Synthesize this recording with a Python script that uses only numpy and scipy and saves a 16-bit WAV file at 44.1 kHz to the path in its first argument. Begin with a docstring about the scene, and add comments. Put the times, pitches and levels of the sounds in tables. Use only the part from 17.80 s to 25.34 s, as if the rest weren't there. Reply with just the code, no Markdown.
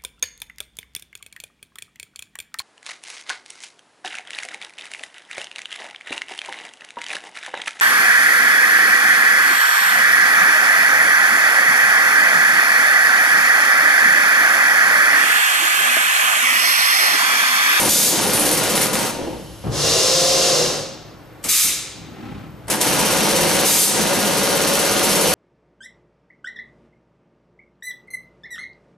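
"""A tufting machine hammers yarn into a stretched cloth at about 17 stitches a second: knocks and air puffs,
with a blast of air near the start. After about a second it pauses, stitches briefly and coasts to a halt.
The head travels with a whine and a hiss, vents a blast of air and shifts with a rumble. It then stitches to
the end, with two more blasts. Knocks and air are shaped noise, the whine is a set of sines on one speed
curve, and a gain control holds down the loudest moments. A quiet workshop lies behind it all."""
import sys
import numpy as np
from scipy import signal
from scipy.fft import rfft, irfft
from scipy.io import wavfile
from scipy.ndimage import uniform_filter1d

SR = 44100
rng = np.random.default_rng(int(sys.argv[2]) if len(sys.argv) > 2 else 0)


def write(x):
    x = np.atleast_2d(x).T
    wavfile.write(sys.argv[1], SR, np.round(np.clip(x, -1, 1) * 32767).astype(np.int16))


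N = 332514
T, HZ = np.arange(N) / SR, np.fft.rfftfreq(N, 1 / SR)  # time in s, frequencies in Hz

STITCH_HZ = 16.642
# bursts of stitching: first stitch t/s, end t/s, air level/dB
BURSTS = [(-.009, 1.043, -1.5), (1.13, 1.27, -4.5), (4.9, 4.905, 0.5), (5.0069, 7.55, 0)]
# knocks within one stitch: t/s after the air valve opens, low thud level/dB, clack level/dB
KNOCKS = [(0, -1.5, -3.5), (.006, 0, -3), (0.013, -2, -5), (0.019, -0.5, -10), (0.025, -7.5, 1),
          (.029, -0.5, -1), (.04, -3, 1), (.046, 4, -0.5), (.056, -1, -2.5)]
# the needle drive runs: start t/s, stop t/s, force level/dB, share of loose rattle level/dB,
# depth of the frame's resonances (0-1)
RUNS = [(-.01, 0.092, -22, -4, 0.9), (0.095, 1.24, -24.5, -3.5, 0.63), (4.879, 7.54, -22, -8, 1)]
FADE_DB_PER_S = 0.6  # the hammering weakens slightly as a run goes on
# it starts softly and dies away when switched off
SPIN_UP_S, SPIN_UP_DB, RUN_DOWN_DB_PER_S = 0.058, -4, 71
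# colour of the frame: f/Hz, level/dB
FRAME = [(24, -55), (40, -26), (86, -10), (174, 1.5), (245, 3), (307, -2), (404, 1.5), (554, 0),
         (680, -3.5), (761, -1), (1120, -7.5), (2000, -11), (5990, -26.5), (8040, -26.5), (9000, 2),
         (11700, -48), (19800, -120)]
# resonances and dips of the head and its frame: f/Hz, width f/Hz, level/dB against the frame's colour
FRAME_MODES = [(167.7, 9.9, 4), (203, 24, 5), (240, 14.5, -8.5), (304.8, 26.4, 7.5), (351, 21, 5),
               (412, 20, -0.5), (445, 12, 5), (486, 12, 4), (515.4, 13, 7.5), (558, 20, 8), (620, 9.2, 3),
               (635, 15, 3.5), (677, 26, -4), (749, 16, 5), (853, 23, -8), (892, 13, 5.5), (925, 20, 7),
               (982, 16, 9.5), (1052, 18, 4.5), (1225, 30, 6), (1436, 28, 9), (1614, 21, 7), (2030, 12, 9)]
# a resonance swells as the head passes a lively spot: start t/s, length t/s, f/Hz, width f/Hz, level/dB
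LIVELY_SPOTS = [(1.1, 0.62, 918, 15, 12), (4.86, 0.63, 886, 18, 9.5), (6.2, 2.1, 566.4, 13.7, 7),
                (7.218, 0.42, 494, 47, 7)]

# air while stitching, before pressure and setting: yarn jet, steady hiss and the nozzle's faint whistle
JET_DB, HISS_DB, WHISTLE_DB = -23.5, -23.5, -32
SHUT_OFF_DB_PER_S = 139
# the supply sags for as long as the valve vents, then refills
SAG_DB_PER_S, REFILL_S = 22.5, 0.58
# colour of the yarn jet: f/Hz, level/dB
JET = [(500, -2.5), (2000, 2), (4000, 1), (7000, 5.5), (10000, 6.5), (12500, 3), (14300, -5), (15000, -53)]
# colour of the steady hiss: f/Hz, level/dB
HISS = [(300, -10), (1000, 2), (2000, -1.5), (3000, 4), (3500, -0.5), (4100, 3), (5000, 0), (6000, 4),
        (7300, -10.5), (10000, -14.5), (14000, -54)]
# resonances of the whistling nozzle: f/Hz, width f/Hz, level/dB
NOZZLE = [(9830, 450, 1.5), (9400, 1700, -8), (11740, 850, -5.5)]
# the nozzle whistles louder: start t/s, length t/s, level/dB above its faint whistle
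WHISTLES = [(-.15, 0.3, 11), (0.364, 0.48, 13), (0.936, 0.15, 12), (7.19, 0.34, 7)]

# the air valve vents: opening t/s, time open t/s, rush level/dB, hollow roar of the exhaust level/dB
BLASTS = [(0.085, 0.2, -10.5, -37), (3.641, 0.045, -38, -37), (3.684, 0.17, -13, -28.5),
          (5.854, 0.135, -12.5, -35), (5.985, 0.06, -7.5, -34)]
# colour of the rush: f/Hz, level/dB
BLAST = [(400, -46), (1300, -16), (2300, -7), (3100, -5.5), (3900, 1), (5000, 2), (6500, 1.5), (9500, 1.5),
         (12000, 1), (13200, -3.5), (15000, -12)]
# resonances and dips of the vent: f/Hz, width f/Hz, level/dB
VENT_MODES = [(4300, 380, -5.5), (4800, 300, -1), (5530, 410, -5), (6270, 690, 1.5), (9900, 900, -0.5),
              (11000, 500, -2)]
# colour of the roar: f/Hz, level/dB
EXHAUST = [(400, -23), (900, -1), (1300, 1.5), (1750, 8), (2300, 14), (3000, 7), (5000, -23), (9000, -14.5),
           (15000, -43)]
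# resonances and dips of the exhaust: f/Hz, width f/Hz, level/dB
EXHAUST_MODES = [(1260, 86, 14), (2262, 290, 4.5), (3382, 410, -15), (3830, 130, 2), (5070, 280, 11.5)]

# the head is set down or lifted: t/s, level/dB, time to fall by 60 dB t/s
CLUNKS = [(1.838, -23.5, 0.92), (1.865, -28.5, 1), (4.881, -51, 0.13)]
# colour of these blows: f/Hz, level/dB
CLUNK = [(25, -38), (45, -22), (66, 5), (110, 11.5), (180, 0), (300, -2), (500, -7), (750, -9.5),
         (2000, -29), (5000, -34), (12000, -70)]
# the air cylinder knocks at both ends of its stroke: t/s, level/dB, time to fall by 60 dB t/s
CYLINDER_KNOCKS = [(3.648, -28.5, 0.31), (3.843, -34.5, 0.64)]
# colour of the cylinder's knocks: f/Hz, level/dB
CYLINDER = [(30, -16), (66, 2), (120, -3), (200, 7.5), (300, 2), (600, -4), (900, -7), (2000, -19),
            (8000, -55)]
# the nozzle spits as the air comes on: t/s, level/dB, time to fall by 60 dB t/s
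SPITS = [(1.131, -23, 0.52), (3.639, -25, 0.67), (4.881, -27, 0.045), (4.903, -21, 0.086),
         (5.0115, -11.5, 0.18)]

# the needle drive coasts to a halt, its clatter swelling slightly and then fading
COAST_FROM_S, COAST_PEAK_S, COAST_PEAK_DB = 1.287, 1.48, -27
COAST_RISE_DB_PER_S, COAST_FALL_DB_PER_S = 1, 77
# colour of the coasting clatter: f/Hz, level/dB
COAST = [(100, -1), (220, 3), (330, 13), (400, 1), (480, 8.5), (720, -2), (920, 0.5), (1200, -20),
         (3000, -19), (9000, -57)]

# the head travels once: it speeds up, cruises and brakes smoothly to a halt
TRAVEL_S, SPEED_UP_S, BRAKE_S, BRAKING_S = 1.895, .105, 2.663, 0.43
CRUISE_HZ = 177  # basic pitch at full speed
SLIDE_DB, DRIVE_DB = -15.5, -22  # at cruising speed
# overtones of the drive: multiple of its basic pitch, level/dB
DRIVE_ORDERS = [(2, -10), (3, -16), (4, -9), (6, -9), (7, -14), (8, -8), (10, -20), (12, -9), (14, -17)]
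# colour of the drive's grinding: f/Hz, level/dB
DRIVE = [(50, -36), (110, -9), (150, 7), (230, -19), (350, 0), (500, 1), (650, -5.5), (850, -4), (1200, -7),
         (2000, -11), (4000, -52)]
# resonances and dips of the rail: f/Hz, width f/Hz, level/dB
RAIL_MODES = [(345, 24, 3.5), (378, 20, 7.5), (408, 16, -5), (476, 44, 6), (562, 32, 9), (900, 98, -6),
              (1055, 49, 3.5)]
# the rail sings when an order of the drive meets a sharp resonance: f/Hz, width f/Hz, level/dB
RAIL_RINGS = [(477, 19, -37), (524.4, 15.4, -19), (643, 22, -31), (704, 26, -29)]
# colour of the sliding hiss: f/Hz, level/dB
SLIDE = [(700, -14), (1300, -37), (2200, -11), (2900, -8), (3900, -1.5), (5400, 0.5), (6500, -1.5),
         (8000, -7.5), (10000, -11), (12000, -16.5), (13600, -22), (14300, -57)]
# resonances within the sliding hiss: f/Hz, width f/Hz, level/dB
SLIDE_MODES = [(2803, 78, 10.5), (4150, 150, 0), (5280, 100, 2.5)]
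# the rail howls as the head gathers speed and brakes: start t/s, length t/s, f/Hz, level/dB
HOWLS = [(1.994, .11, 526.6, -31), (1.997, 0.31, 648, -32), (2.704, 0.12, 520, -22),
         (2.72, 0.16, 489, -23.5), (2.86, 0.35, 538, -38), (2.935, 0.12, 760, -42)]

# slow shifts of the gantry: start t/s, length t/s, grinding level/dB, delay of the boom t/s, boom level/dB
SHIFTS = [(1.115, 0.63, -38.5, 0.2, -38.5), (1.8, 1.8, -43.5, 0.095, -47.5), (4.096, 0.24, -48, 0.031, -43),
          (4.185, 0.62, -35, 0.13, -39)]
# colour of the gantry: f/Hz, level/dB
GANTRY = [(25, -32), (65, -2.5), (150, 1), (235, -2), (400, -12), (520, -24), (620, -22), (830, -13),
          (950, -25), (1300, -22.5), (1700, -24.5), (2500, -24.5), (4000, -32.5), (9000, -47),
          (14000, -73.5)]
# resonances that the gantry's whirr excites: f/Hz, width f/Hz, level/dB
GANTRY_MODES = [(159, 16, 6), (250, 21, 4.5), (308, 14, 8), (378, 18, 5.5), (803, 30, 4), (1046, 27, 10),
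                (1310, 60, 9)]

# air seeps from the idle nozzle, easing to a steady leak until the head moves off
SEEP_FROM_S, SEEP_UNTIL_S, SEEP_DB = 1.37, 1.92, -47.5
SEEP_EXTRA_DB, SEEP_EASE_S = 5, .18
# colour of the seeping air: f/Hz, level/dB
SEEP = [(1000, -10), (2400, -4), (2950, 10), (3500, 3), (5500, 3.5), (8500, -2), (10000, -2), (11200, 5),
        (12300, -4), (13200, -34)]
SHOP_DB = -43.5
# colour of the workshop's background noise: f/Hz, level/dB
SHOP = [(25, -22), (60, -11), (120, -3), (230, -16), (310, -10), (480, -12.5), (900, -17), (1600, -22),
        (3000, -29.5), (7300, -41), (12000, -44), (14000, -64)]
# a faint, thin sizzle: f/Hz, width f/Hz, level/dB
SHOP_SIZZLE = [(12100, 450, 15.5)]
# faint, wavering hum tones: f/Hz, level/dB
HUM = [(116, -64), (307, -53.5), (520, -59.5), (1340, -68), (9324, -78)]

# how long the room rings: f/Hz, time to fall by 60 dB t/s
ROOM = [(200, 1), (1500, 1), (4000, 0.91), (8000, 0.62), (14000, 0.29)]
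# resonances and dips of the stretched cloth, under every source: f/Hz, width f/Hz, level/dB
CLOTH_MODES = [(67, 20.3, 5.5), (86, 16, -15), (109, 7.5, 4)]
# stereo width: f/Hz, side level/dB
WIDTH = [(40, -29), (130, -22), (300, -8.5), (700, -9.5), (1500, -8), (5500, -7.5), (8000, -11),
         (11000, -25), (14000, -54)]
# stereo balance: f/Hz, left minus right level/dB
LEAN = [(60, 2), (300, 1), (700, 0.5), (1500, 1.5), (12000, -0.2)]
# the two microphone ports: f/Hz, phase by which left leads/radians
LEAD = [(0, -0.49), (340, -0.73), (690, -0.44), (950, -0.89), (1380, 0.57), (3010, -0.07), (5680, 0.63),
        (7840, 0.45), (11000, 0.12), (15200, 0)]
EDGE_HZ = 15160  # the treble ends here


def amp(db):
    """Turns dB into a plain gain."""
    return 10 ** (np.asarray(db) / 20)


def unit(x):
    """Scales each channel to rms 1."""
    return x / np.sqrt(np.mean(x ** 2, -1, keepdims=True) + 1e-20)


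def read(points, hz=HZ):
    """Reads a curve joined by straight lines over log frequency."""
    f, value = np.transpose(points)
    return np.interp(np.log(hz + 1), np.log(f + 1), value)


def bumps(modes):
    """Resonances and dips as a dB curve."""
    return sum(db / (1 + ((HZ - hz) / (width / 2)) ** 4) for hz, width, db in modes)


def below_db(hz):
    """A dB curve that keeps what lies below hz."""
    return -10 * np.log10(1 + (HZ / hz) ** 4)


def above_db(hz):
    """A dB curve that keeps what lies above hz."""
    return -10 * np.log10(1 + (hz / (HZ + 1)) ** 4)


def colour(x, db):
    """Filters x by a gain in dB for every frequency."""
    return irfft(rfft(x) * amp(db), N)


def noise(db):
    """Mid and side noise of the given colour, each of rms 1."""
    return unit(colour(rng.standard_normal((2, N)), db))


def wander(hz):
    """A random curve of rms 1 that changes no faster than about hz."""
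    return unit(irfft(rfft(rng.standard_normal(N)) / (1 + (HZ / hz) ** 4), N))


def gate(start, end, edge):
    """Rises after start and falls after end, within edge seconds."""
    return np.clip((T - start) / edge, 0, 1) * np.clip((end - T) / edge + 1, 0, 1)


def held(start, end, release_db_per_s):
    """Switches on at start, holds, and dies away after end."""
    return np.clip((T - start) / 0.0026, 0, 1) * amp(-release_db_per_s * np.maximum(T - end, 0))


def settling(start, ease_s):
    """Stays at 1 until start, then eases towards 0."""
    return np.exp(-np.maximum(T - start, 0) / ease_s)


def arch(start, length):
    """A smooth swell from 0 to 1 and back."""
    return np.sin(np.pi * np.clip((T - start) / length, 0, 1))


def tone(hz, rough):
    """A sine on a pitch curve, shaken slightly."""
    return np.cos(2 * np.pi * np.cumsum(hz * (1 + rough * wander(53.0))) / SR)


def ring(x, hz, width_hz):
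    """One narrow resonance of gain 1 that rings on after its drive."""
    r = np.exp(-np.pi * width_hz / SR)
    return 2 * signal.lfilter([1 - r], [1, -r * np.exp(2j * np.pi * hz / SR)], x + 1e-18).real


def each_stitch(shape):
    """Repeats one stitch's shape at every stroke of the needle."""
    starts = np.concatenate([np.arange(first, end, 1 / STITCH_HZ) for first, end, air_db in BURSTS])
    strokes = np.zeros(N + 2 * SR)  # a spare second at both ends
    strokes[np.round((starts + 1) * SR).astype(int)] = 1
    return signal.oaconvolve(strokes[None], np.atleast_2d(shape), axes=1)[:, SR:SR + N]


def stitch_time():
    """The time within one stitch, in seconds."""
    return np.arange(round(SR / STITCH_HZ)) / SR


def dying_knock(start, ring_s):
    """A knock that fades within one stitch, its tail wrapping round to the beginning."""
    return np.exp(-((stitch_time() - start) % (1 / STITCH_HZ)) / ring_s)


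def one_stitch(thud, clack, split_hz, evenness=1.0, count=2):
    """The knocks of one stitch: thuds in the bass, clacks above, compact in time, feeding all f/Hz alike."""
    bass = 1 / (1 + (np.fft.rfftfreq(len(thud), 1 / SR) / split_hz) ** 4)
    stitch = rng.standard_normal((2, len(thud)))
    for _ in range(count):
        z = bass * rfft(unit(thud) * stitch) + (1 - bass) * rfft(unit(clack) * stitch)
        stitch = irfft(z / abs(z) ** evenness, len(thud))  # level out the spectrum
    return unit(stitch)


def drifting(x, depth_db):
    """As the head moves over the frame, each band of the sound swells and fades in its own time."""
    z = signal.stft(x, SR, nperseg=2048)[2]
    patches = uniform_filter1d(rng.standard_normal(z.shape[1:]), size=16, axis=1)
    patches = uniform_filter1d(patches, size=2, axis=0)
    return signal.istft(z * amp(depth_db * patches / patches.std()), SR, nperseg=2048)[1][:, :N]


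def hammering(ring_s=0.006, split_hz=650, loose_hz=2700, top_hz=3200, drift_s=.00008, drift_db=1.22):
    """The needle drive repeats its knocks closely in the bass; loose parts rattle anew in every stitch."""
    blows = [(dying_knock(s, ring_s), low, high) for s, low, high in KNOCKS]
    thud = sum(amp(low) * blow for blow, low, high in blows)
    clack = sum(amp(high) * blow for blow, low, high in blows)
    stitch = one_stitch(thud, clack, split_hz)
    modes = bumps(FRAME_MODES)
    body = read(FRAME) + modes + below_db(top_hz)
    body -= 10 * np.log10(np.mean(amp(body) ** 2))
    tight = 1 / (1 + (HZ / loose_hz) ** 4)  # share of the power that repeats
    clock = T + drift_s * wander(1.75)  # the stitching speed wavers slightly at random
    steady = np.array([np.interp(clock, T, channel) for channel in each_stitch(stitch)])
    shaken = (1.64 + 0.35 * each_stitch(unit(clack))) * rng.standard_normal((2, N))
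    out = np.zeros((2, N))
    for start, stop, force_db, loose_db, depth in RUNS:
        repeating = (1 - min(amp(loose_db) ** 2, 1)) * tight
        frame = body - (1 - depth) * modes
        knocks = colour(steady, frame + 10 * np.log10(repeating + 1e-9))
        rattle = colour(shaken, frame + 10 * np.log10(1 - repeating + 1e-9))
        spin_up_db = SPIN_UP_DB * settling(start, SPIN_UP_S)
        fade_db = FADE_DB_PER_S * (T - start)
        force = amp(force_db + spin_up_db - fade_db) * held(start, stop, RUN_DOWN_DB_PER_S)
        out = np.where(T < start, out, force * (knocks + rattle))  # a new run replaces the old one
    out = drifting(out, drift_db)
    lively = sum((amp(db) - 1) * arch(s, length) * ring(out, hz, width)
                 for s, length, hz, width, db in LIVELY_SPOTS)
    return out + lively


def ticks(tick_db=-33, ring_s=0.0009, uneven_db=4, low_hz=1200, top_hz=7000):
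    """Metal meets metal at every knock: a sharp tick of noise whose strength varies by chance."""
    blows = sum(amp(high) * dying_knock(s, ring_s) for s, low, high in KNOCKS)
    running = sum(gate(start, stop, .01) for start, stop, *levels in RUNS)
    strength = running * amp(tick_db + uneven_db * np.minimum(wander(140), 2))
    return strength * each_stitch(unit(blows)) * noise(above_db(low_hz) + below_db(top_hz))


def workshop(x, wet_db):
    """The room holds each band's energy and lets it die away as a diffuse wash, treble first."""
    hz, t, z = signal.stft(x, SR, nperseg=256)
    decay = amp(-120 * t[:, None] / read(ROOM, hz)).T  # 60 dB of power in the ringing time
    decay /= decay.sum(1, keepdims=True)
    power = signal.fftconvolve(abs(z) ** 2, decay[None], axes=2)[:, :, :len(t)]
    chance = signal.stft(rng.standard_normal((2, N)), SR, nperseg=256)[2]
    wash = signal.istft(np.sqrt(abs(power)) * chance, SR, nperseg=256)[1]
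    late = np.pad(wash, ((0, 0), (256, 0)))[:, :N]  # 256 samples after the direct sound
    wet = x.std() * unit(late)
    return (x + amp(wet_db) * wet) / np.hypot(1, amp(wet_db))


def supply_db():
    """Air pressure drops with every blast and creeps back."""
    return -SAG_DB_PER_S * sum(np.clip(T - s, 0, length) * settling(s + length, REFILL_S)
                               for s, length, *levels in BLASTS)


def yarn_air(open_s=0.017, close_s=0.042, chirp_s=0.044, uneven_db=1.5, spit_db=0.5, jet_share=0.36,
             hiss_share=0.092, build_s=0.01, build_db=-5):
    """A puff blows yarn through the needle each stitch; the opening nozzle whistles, louder with more air."""
    swell_db = sum(db * arch(s, length) for s, length, db in WHISTLES)
    flows = [held(first, end, SHUT_OFF_DB_PER_S) * amp(build_db * settling(first, build_s))
             for first, end, air_db in BURSTS]
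    flowing = np.max(flows, axis=0)
    t = stitch_time()
    rise = 1 - np.exp(-t / 0.0004)
    puff = each_stitch(unit(rise * np.exp(-np.maximum(t - open_s, 0) / close_s)))
    chirp = each_stitch(unit(rise * np.exp(-t / chirp_s)))
    nozzle_power = sum(amp(db) ** 2 / (1 + ((HZ - hz) / (width / 2)) ** 2) ** 2 for hz, width, db in NOZZLE)
    nozzle = 10 * np.log10(nozzle_power)
    jet = puff * amp(JET_DB + jet_share * swell_db + uneven_db * wander(25.0)) * noise(read(JET))
    whistle = chirp * amp(WHISTLE_DB + swell_db + 2.14 * wander(6.4)) * noise(nozzle)
    hiss = flowing * amp(HISS_DB + hiss_share * swell_db) * noise(read(HISS))
    setting_db = np.zeros(N)
    for first, end, air_db in BURSTS:
        setting_db[T >= first] = air_db
    level = amp(setting_db + supply_db() + spit_db * wander(630))
    return workshop((jet + whistle + hiss) * level, wet_db=-3.5)


def blasts(sputter_db=0.5, wet_db=1, valve_s=0.0087):
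    """Compressed air rushes out, sounds the exhaust and fills the room."""
    rush = sum(amp(db) * gate(s, s + length, valve_s) for s, length, db, roar_db in BLASTS)
    roar = sum(amp(roar_db) * gate(s, s + length, valve_s) for s, length, db, roar_db in BLASTS)
    air = rush * noise(read(BLAST) + bumps(VENT_MODES))
    air += roar * noise(read(EXHAUST) + bumps(EXHAUST_MODES))
    return workshop(air * amp(sputter_db * wander(430)), wet_db)


def strikes(rows, spectrum):
    """Sudden bursts of noise of one colour, each dying away at its own speed."""
    level = sum(amp(db - 60 * np.maximum(T - s, 0) / ring_s) * gate(s, s + 1, 0.0015)
                for s, db, ring_s in rows)
    return level * noise(read(spectrum))


def clunks():
    """Dull blows that shake the whole frame, knocks of the air cylinder and sharp spits of the nozzle."""
    return strikes(CLUNKS, CLUNK) + strikes(CYLINDER_KNOCKS, CYLINDER) + strikes(SPITS, JET)


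def coasting(throb_hz=30, throb_db=1.5):
    """With the air shut off, the needle drive clatters on for a moment as throbbing noise."""
    throb = np.sin(2 * np.pi * np.cumsum(throb_hz * (1 + 0.195 * wander(7.8))) / SR)
    after_peak_s = T - COAST_PEAK_S
    fade_db = np.maximum(-COAST_RISE_DB_PER_S * after_peak_s, COAST_FALL_DB_PER_S * after_peak_s)
    freed = np.clip((T - COAST_FROM_S) / 0.13, 0, 1)
    return freed * amp(COAST_PEAK_DB - fade_db + throb_db * throb) * noise(read(COAST))


def travel(whine_db=-6, whine_rough=0.012, song_rough=0.0038, wet_db=-1, slide_power=1.47,
           drive_power=0.89, braking_db=2.0, load_s=0.041, drive_wet_db=-7, low_hz=110):
    """The drive's orders and grinding ring the rail under a broad hiss, all growing with its thrust."""
    under_way = 1 - settling(TRAVEL_S, SPEED_UP_S)
    braked = np.clip((T - BRAKE_S) / BRAKING_S, 0, 1)
    thrust = under_way * (1 - braked)
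    speed = under_way * (1 - braked ** 2)  # the head's mass carries it on as the thrust eases
    effort = thrust ** drive_power * amp(braking_db * np.clip((T - BRAKE_S) / load_s, 0, 1))
    whine = unit(sum(amp(db) * tone(order * CRUISE_HZ * speed, whine_rough) for order, db in DRIVE_ORDERS))
    middle_whine = amp(whine_db) * speed * whine * np.array([[1], [0]])
    grinding = noise(read(DRIVE))
    drive = amp(DRIVE_DB) * effort * unit(colour(grinding + middle_whine, bumps(RAIL_MODES)))
    shaking = effort * sum(tone(order * CRUISE_HZ * speed, song_rough) for order in (3, 4))
    song = sum(amp(db) * ring(speed * shaking, hz, width) for hz, width, db in RAIL_RINGS)
    drive[0] += np.sqrt(2) * song
    drive = colour(workshop(drive, drive_wet_db), above_db(low_hz))  # the drive and its room wash carry no deep bass
    slide_level = thrust ** slide_power * amp(SLIDE_DB + 0.44 * wander(150))
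    slide = slide_level * noise(read(SLIDE) + bumps(SLIDE_MODES))
    return drive + workshop(slide, wet_db)


def howls(rough=0.0083):
    """Wavering tones that swell out of the rail and fade."""
    song = sum(amp(db) * arch(s, length) * unit(tone(hz, rough)) for s, length, hz, db in HOWLS)
    return np.array([[1], [0]]) * song


def gantry(judder_hz=38, judder_db=2, pivot_hz=200, boom_power=1.0, grind_power=1.6):
    """Slow moves judder through the frame: a whirr swells and fades, and a deep boom builds a little later."""
    grind = sum(amp(db) * arch(s, length) ** grind_power for s, length, db, lag, boom_db in SHIFTS)
    boom = sum(amp(boom_db) * arch(s + lag, length) ** boom_power for s, length, db, lag, boom_db in SHIFTS)
    low = noise(read(GANTRY) + below_db(pivot_hz))
    high = noise(read(GANTRY) + bumps(GANTRY_MODES) + above_db(pivot_hz))
    judder = np.sin(2 * np.pi * np.cumsum(judder_hz * (1 + 0.099 * wander(9.7))) / SR)
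    return amp(judder_db * judder) * (boom * low + grind * high)


def background():
    """Fans as noise, idle electrics as wavering sines, and air seeping from the nozzle."""
    hum = sum(amp(db) * unit(np.sin(2 * np.pi * hz * T + 1.95 * wander(11.3))) for hz, db in HUM)
    easing_db = SEEP_EXTRA_DB * settling(SEEP_FROM_S, SEEP_EASE_S)
    leak = amp(SEEP_DB + easing_db) * gate(SEEP_FROM_S, SEEP_UNTIL_S, 0.086) * noise(read(SEEP))
    fans = amp(SHOP_DB) * noise(read(SHOP) + bumps(SHOP_SIZZLE))
    return fans + hum * np.array([[1], [0]]) + leak


def reflections(echo_db=-13, spread_s=.012, count=24):
    """Short echoes off the frame ripple the treble: a gain in dB for every frequency."""
    echoes = np.zeros(N)
    at = ((.001 + spread_s * rng.random(count)) * SR).astype(int)
    echoes[at] = amp(echo_db) * rng.choice([-1, 1], count) / np.sqrt(count)
    ripple_db = 20 * np.log10(abs(1 + rfft(echoes)) + 1e-3)
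    return ripple_db * (1 - 1 / (1 + (HZ / 1800) ** 4))  # long waves bend round the frame


def scene():
    """All sources as mid and side, reaching a pair of microphone ports a little from the left."""
    sources = hammering() + ticks() + yarn_air() + blasts() + clunks()
    sources = sources + coasting() + travel() + howls() + gantry() + background()
    mid, side = colour(sources, bumps(CLOTH_MODES) + reflections())
    side = colour(side, read(WIDTH))
    port = amp(read(LEAN) / 2) * np.exp(1j * read(LEAD) / 2)  # half the difference for each port
    left = irfft(rfft(mid + side) * port, N)
    right = irfft(rfft(mid - side) / port, N)
    return np.array([left, right])


def record(dry, threshold_db=-15.5, squeeze=0.89, recovery_db_per_s=55):
    """Gain control holds the loudest moments down and recovers steadily; then the top treble is cut."""
    power_db = 10 * np.log10(abs(uniform_filter1d((dry ** 2).mean(0), size=700)) + 1e-12)
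    fall = T * recovery_db_per_s
    peak_db = np.maximum.accumulate(power_db + fall) - fall  # jumps up, sinks slowly
    over_db = np.maximum(peak_db - threshold_db, 0)
    ducked = dry * amp(-squeeze * uniform_filter1d(over_db, size=300))
    low_pass = signal.firwin(601, EDGE_HZ, window=("kaiser", 9), fs=SR)
    return signal.oaconvolve(ducked, low_pass[None], "same")


dry = scene()
out = record(dry)
write(out)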